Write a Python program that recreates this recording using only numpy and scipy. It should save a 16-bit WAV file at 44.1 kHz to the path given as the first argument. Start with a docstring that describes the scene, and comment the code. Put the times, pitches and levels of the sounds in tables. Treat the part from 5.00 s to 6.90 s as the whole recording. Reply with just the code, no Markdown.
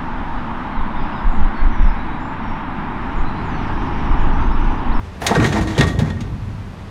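"""Outdoors, at a metal trailer: a rolled tarp is swung over the top and lands with a thump.
The stiff fabric crinkles and drags; its steel tube clacks and knocks on the rail; hardware rattles out.
Contacts ring the wall and rail. The roll's weight flexes the wall, its sliding makes a panel sing,
and the hollow inside booms. A distant engine idles under light wind."""
import sys
import numpy as np
from scipy import signal
from scipy.fft import rfft, irfft, next_fast_len
from scipy.io import wavfile
from scipy.ndimage import map_coordinates

SR = 44100
rng = np.random.default_rng(int(sys.argv[2]) if len(sys.argv) > 2 else 0)


def dump(signal):
    """Clip the signal to [-1, 1] and save it as 16-bit WAV at the path in sys.argv[1]."""
    limited = np.clip(np.atleast_2d(signal).T, -1, 1)
    pcm = np.round(limited * 32767).astype(np.int16)
    wavfile.write(sys.argv[1], SR, pcm)


N = 83790
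TIME_S = np.arange(N) / SR

# tube and hardware on the rail (time [s], level [dB], tilt [dB/octave], t60 [s])
CLACK_HITS = [(0.217, -25, -2.5, 0.065), (0.2654, -9.5, 3, 0.066), (0.351, -9.5, -5, 0.051),
              (0.3995, -15, -5.5, 0.073), (0.4430, -14.5, -1.5, 0.037), (0.4489, -14, -4, 0.054),
              (.459, -26.5, 1, 0.28), (0.5245, -20.5, -2, 0.094), (.611, -32.5, 1.5, 0.21),
              (.672, -30.5, -1.5, 0.55), (0.7785, -16.5, -0.5, 0.045), (.787, -17.5, -1.5, 0.099),
              (.8085, -8, -1.5, 0.033), (.868, -31.5, 2, 0.28), (.989, -26, 0, 0.11),
              (1.1015, -27.5, -3, 0.064), (1.206, -30, -1, 0.1)]
# crack of a hard contact (frequency [Hz], level [dB])
CRACK_SPECTRUM = [(150, 0.5), (420, -4), (600, -4.5), (1200, -3), (2000, 0.5), (2900, -4), (3800, -1.5),
                  (5000, -10.5), (6500, -7.5), (9000, -20), (11000, -23.5), (16000, -36)]
# steel roll tube (frequency [Hz], level [dB], t60 [s])
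TUBE_MODES = [(1144, -1.5, 0.21), (1866, 1.5, 0.17), (2160, 4, 0.031), (3330, -5, 0.043),
              (3470, -16, 0.038), (3763, -3, 0.2), (4140, 4, 0.049), (6490, -6, 0.11), (8800, -1, 0.057)]
# padded contacts and a few pitched metal clinks (time [s], level [dB], centre [Hz], half-width [octaves])
KNOCK_HITS = [(.217, -20.5, 680, 0.35), (.244, -16.5, 734, 0.17), (.304, -10.5, 328, .55),
              (.311, -9.5, 763, 0.14), (0.313, -14.5, 1180, 0.37), (0.356, -14, 1500, 0.11),
              (.362, -13, 390, 0.2), (.391, -7.5, 257, 0.38), (0.398, -18.5, 1730, 0.53),
              (.42, -14, 276, 0.74), (.446, -16, 1690, 0.39), (.556, -18, 720, 0.21),
              (.567, -17.5, 860, 0.2), (.75, -30, 3350, .1), (.779, -12, 435, 0.29), (.78, -23, 4150, 0.29),
              (.806, -12, 372, .28), (.809, -17, 2140, 0.18), (.809, -18.5, 3680, 0.12),
              (.832, -27, 1100, 0.1), (.99, -16.5, 328, 0.96), (1.018, -13.5, 241.5, .3),
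              (1.102, -37, 3420, 0.043), (1.21, -17.5, 230, .3)]
# wall flexing under the roll (time [s], level [dB], frequency [Hz], t60 [s])
THUD_HITS = [(0.305, -10.5, 190, 0.065), (0.371, -29, 46, 0.1), (0.374, -4.5, 156.4, 0.12),
             (0.394, -7, 102, 0.1), (.414, -4, 117, 0.044), (0.466, -14.5, 145, 0.45),
             (.535, -15, 212.8, 0.39), (0.605, -11.5, 57.2, 0.18), (0.611, -7.5, 188.7, 0.097),
             (0.788, 1, 139.3, 0.09), (0.787, -16.5, 59.8, 0.95), (.796, -2.5, 247.3, 0.063),
             (.837, -7.5, 87, 0.19), (0.838, -14.5, 166, 0.22), (0.982, -7.5, 125, 0.19),
             (1.018, -8, 152.7, 0.15), (1.023, -18, 100, 0.092)]
# fabric rubbing (time [s], level [dB])
DRAG_LEVELS = [(0.201, -47), (0.221, -28), (.3, -21.5), (.38, -25), (.46, -23.5), (.51, -34), (0.569, -21),
               (.65, -36), (0.699, -33.5), (.765, -31), (0.834, -20.5), (0.891, -30), (0.966, -61),
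               (1.009, -30.5), (1.118, -41.5), (1.299, -51)]
# fabric rubbing (frequency [Hz], level [dB])
DRAG_SPECTRUM = [(100, 12.5), (400, 9.5), (560, 9), (900, 8), (2000, 2.5), (2900, -5.5), (3800, -7.5),
                 (5200, -11), (6700, -12), (9000, -21), (11000, -26), (16000, -41)]
# sheet-metal wall (frequency [Hz], level [dB], t60 [s])
WALL_MODES = [(289, -3, 0.31), (414.4, -7, 0.33), (467, -1, 0.33), (725.4, 0, 0.5), (778, -12, 0.32),
              (848, -17, 0.28), (913, 8.5, 0.069), (1159, -5, 0.18), (1470, 12, 0.088), (1885, 5.5, 0.17),
              (2183, -1, 0.18)]
# top rail (frequency [Hz], level [dB], t60 [s])
RAIL_MODES = [(1740, -24, 0.58), (1598, -0.5, 0.31), (1840, 4, 0.94), (1880, 7, 0.64), (2060, 1, 0.86),
              (3374, 7.5, 0.54), (3580, 3, 0.66), (6460, -2, .45)]
# decay inside the trailer (frequency [Hz], t60 [s])
HOLLOW_DECAY = [(50, 6.3), (130, 1.5), (200, 2.44), (300, 1.45), (500, 1.29), (2000, 0.47), (6000, 0.56),
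                (14000, 0.26)]
# response inside the trailer (frequency [Hz], gain [dB])
HOLLOW_GAIN = [(30, -17), (70, 10), (140, -7), (210, -1.5), (400, -3), (2000, -13), (6000, -17),
               (14000, -9)]
# singing wall panel (time [s], level [dB])
PANEL_LEVELS = [(.52, -52), (.575, -17.5), (.635, -29), (.69, -23), (.77, -29.5), (1.05, -57)]
# creasing fabric (time [s], level [dB])
CRINKLE_LEVELS = [(.205, -60), (0.221, -42), (.262, -49), (0.299, -63)]
# creasing fabric (frequency [Hz], level [dB])
CRINKLE_SPECTRUM = [(2000, -20), (6500, -14), (9000, 6), (14000, 2), (16000, -12)]
# wind rumble (time [s], level [dB])
WIND_LEVELS = [(0, -31), (.2, -34), (1.3, -27), (1.65, -30), (1.9, -34)]
# wind rumble (frequency [Hz], level [dB])
WIND_SPECTRUM = [(20, -9), (35, -7), (75, -6.5), (100, -2.5), (130, -14), (190, -9.5), (280, -35),
                 (600, -54), (3000, -87)]
# distant hiss (frequency [Hz], level [dB])
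HISS_SPECTRUM = [(60, -3), (200, 4), (420, 1), (550, -3), (1000, -1), (1500, -7.5), (2400, -11.5),
                 (4000, -18), (8000, -30), (12000, -35.5), (16000, -50)]


def clacks(clank_vs_crack_db=-9):
    """Hard contacts: a dense crack plus the tube's clank, both brighter for sharper hits."""
    out = np.zeros(N)
    for start_s, db, tilt_db_oct, t60_s in CLACK_HITS:
        crack = noise(lambda hz: at_hz(CRACK_SPECTRUM, hz) + tilt_db_oct * np.log2((hz + 200) / 2000))
        crack *= strike_envelope(rise_s=0.00085, t60_s=t60_s)
        clank = modes(TUBE_MODES, drift_rad=0.18, tilt_db_oct=tilt_db_oct)
        clank *= amp(clank_vs_crack_db) * np.linalg.norm(crack)
        add(out, start_s, amp(db) * (crack + clank))
    return out


def knocks():
    """Contacts padded by fabric excite only a band of the metal's modes; a very narrow band makes a small
    pitched clink."""
    out = np.zeros(N)
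    envelope = strike_envelope(rise_s=0.0026, t60_s=0.076)
    for start_s, db, centre_hz, half_width_oct in KNOCK_HITS:
        band = noise(lambda hz: -15 * np.log10(1 + (np.log2((hz + 1) / centre_hz) / half_width_oct) ** 4))
        knock = envelope * band
        add(out, start_s, amp(db) * knock * np.linalg.norm(envelope) / np.linalg.norm(knock))
    return out


def wall_thuds():
    """Each heavy push sets the wall swinging as a damped sine."""
    out = np.zeros(N)
    for start_s, db, hz, t60_s in THUD_HITS:
        envelope = strike_envelope(rise_s=0.0034, t60_s=t60_s)
        add(out, start_s, amp(db) * np.sin(2 * np.pi * hz * TIME_S) * envelope)
    return out


def fabric_drag(slips_per_s=9000, spread_db=2, flicker_db=2.4):
    """Stiff fabric rubs in dense clumps of tiny slips."""
    slips = (rng.random(N) < slips_per_s / SR) * rng.choice([-1, 1], N)
    slip_db = spread_db * np.minimum(rng.exponential(size=N), 4)
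    rub = unit_rms(filtered(slips * amp(slip_db), lambda hz: amp(at_hz(DRAG_SPECTRUM, hz))))
    return rub * amp(contour_db(DRAG_LEVELS) + flicker_db * wobble(44.27))


def metal_ring(contacts, wall_db=-20.5, rail_db=-23.5):
    """Contacts ring the wall briefly, the top rail higher and longer."""
    wall = amp(wall_db) * modes(WALL_MODES, drift_rad=0.87)
    rail = amp(rail_db) * modes(RAIL_MODES, drift_rad=0.97)
    return signal.fftconvolve(contacts, wall + rail)[:N]


def hollow_boom(drive):
    """The hollow trailer reverberates, longest in the bass."""
    hz, time_s, noise_bins = signal.stft(rng.standard_normal(N), SR, nperseg=1024)
    t60_s = at_hz(HOLLOW_DECAY, hz)[:, None]
    equal_energy = np.sqrt(2 * np.log(1000) / (t60_s * SR))
    gain = equal_energy * amp(at_hz(HOLLOW_GAIN, hz))[:, None]
    tail = signal.istft(noise_bins * gain * decay(time_s, t60_s), SR, nperseg=1024)[1]
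    return signal.fftconvolve(drive, tail[:N])[:N]


def wall_panel(mode_hz=320, drift_rad=0.34):
    """One wall mode, kept ringing by the sliding roll."""
    level_db = contour_db(PANEL_LEVELS, outside_db=-120) + wobble(25.6)
    return amp(level_db) * np.sin(2 * np.pi * mode_hz * TIME_S + drift_rad * wobble(27))


def fabric_crinkle(creases_per_s=1700):
    """Lifted fabric creases with a thin, high crackle."""
    ticks = (rng.random(N) < creases_per_s / SR) * rng.standard_normal(N)
    crease = rng.standard_normal(N) * strike_envelope(rise_s=0.0001, t60_s=0.013)
    crackle = signal.fftconvolve(ticks, crease)[:N]
    crackle = filtered(crackle, lambda hz: amp(at_hz(CRINKLE_SPECTRUM, hz)))
    return unit_rms(crackle) * amp(contour_db(CRINKLE_LEVELS, outside_db=-120))


def wind(hiss_db=-39.5):
    """Light wind: a slowly swelling rumble over steady distant hiss."""
    rumble = noise(lambda hz: at_hz(WIND_SPECTRUM, hz)) * amp(contour_db(WIND_LEVELS))
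    return rumble + amp(hiss_db) * noise(lambda hz: at_hz(HISS_SPECTRUM, hz))


def engine(hum_hz=69.8, level_db=-38.5, pitch_wander=0.057, flicker_db=1.2):
    """A far engine idles: one tone, unsteady in pitch and level."""
    phase_rad = 2 * np.pi * np.cumsum(hum_hz * (1 + pitch_wander * wobble(12))) / SR
    hum = np.sin(phase_rad) * amp(flicker_db * wobble(8.7))
    return amp(level_db) * unit_rms(hum)


def modes(table, drift_rad, tilt_db_oct=0):
    """Damped modes with drifting random phases; unit energy."""
    time_s = TIME_S[:SR * 3 // 4]
    knots_s = np.linspace(0, time_s[-1], 40)
    ring = np.zeros(N)
    for hz, db, t60_s in table:
        drift = np.interp(time_s, knots_s, rng.standard_normal(len(knots_s)))
        phase_rad = 2 * np.pi * (hz * time_s + rng.random()) + drift_rad * drift
        gain = amp(db + tilt_db_oct * np.log2(hz / 2000))
        ring[:len(time_s)] += gain * np.sin(phase_rad) * decay(time_s, t60_s)
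    return ring / np.linalg.norm(ring)


def amp(db):
    return 10 ** (np.asarray(db) / 20)


def unit_rms(x):
    return x / np.sqrt(np.mean(x ** 2) + 1e-20)


def at_hz(table, hz):
    """Table lookup on a log-frequency axis."""
    knots_hz, values = np.transpose(table)
    return np.interp(np.log(hz + 1), np.log(knots_hz + 1), values)


def contour_db(table, outside_db=None):
    return np.interp(TIME_S, *np.transpose(table), left=outside_db, right=outside_db)


def wobble(knots_per_s):
    """Smooth random curve, rms near 1."""
    return map_coordinates(rng.standard_normal(400), [TIME_S * knots_per_s], mode="wrap")


def filtered(x, gain_at_hz):
    size = next_fast_len(N + SR // 2)
    return irfft(rfft(x, size) * gain_at_hz(np.fft.rfftfreq(size, 1 / SR)), size)[:N]


def noise(db_at_hz):
    """Shaped noise, rms 1."""
    return unit_rms(filtered(rng.standard_normal(N), lambda hz: amp(db_at_hz(hz))))


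def decay(time_s, t60_s):
    return np.exp(-np.log(1000) * time_s / t60_s)


def strike_envelope(rise_s, t60_s):
    return (1 - np.exp(-TIME_S / rise_s)) * decay(TIME_S, t60_s)


def add(track, start_s, sound):
    start = round(start_s * SR)
    track[start:] += sound[:N - start]


def scene():
    """Contacts ring the metal; both drive the hollow, along with the thuds. Mono."""
    thud_to_hollow_db = -1.5
    contacts = clacks() + knocks() + fabric_drag()
    direct = contacts + metal_ring(contacts)
    thuds = wall_thuds()
    boom = hollow_boom(direct + amp(thud_to_hollow_db) * thuds)
    return (direct + thuds + boom + fabric_crinkle() + wall_panel() + engine() + wind())[None]


def record(dry):
    """Soft clip at full scale, then low cut and band limit."""
    low_cut_hz, top_hz = 26, 16000
    clipped = dry[0] / (1 + np.abs(dry[0]) ** 8) ** (1 / 8)
    high_passed = filtered(clipped, lambda hz: 1 / np.sqrt(1 + (low_cut_hz / (hz + 1)) ** 10))
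    return filtered(high_passed, lambda hz: hz < top_hz)[None]


dry = scene()
out = record(dry)
dump(out)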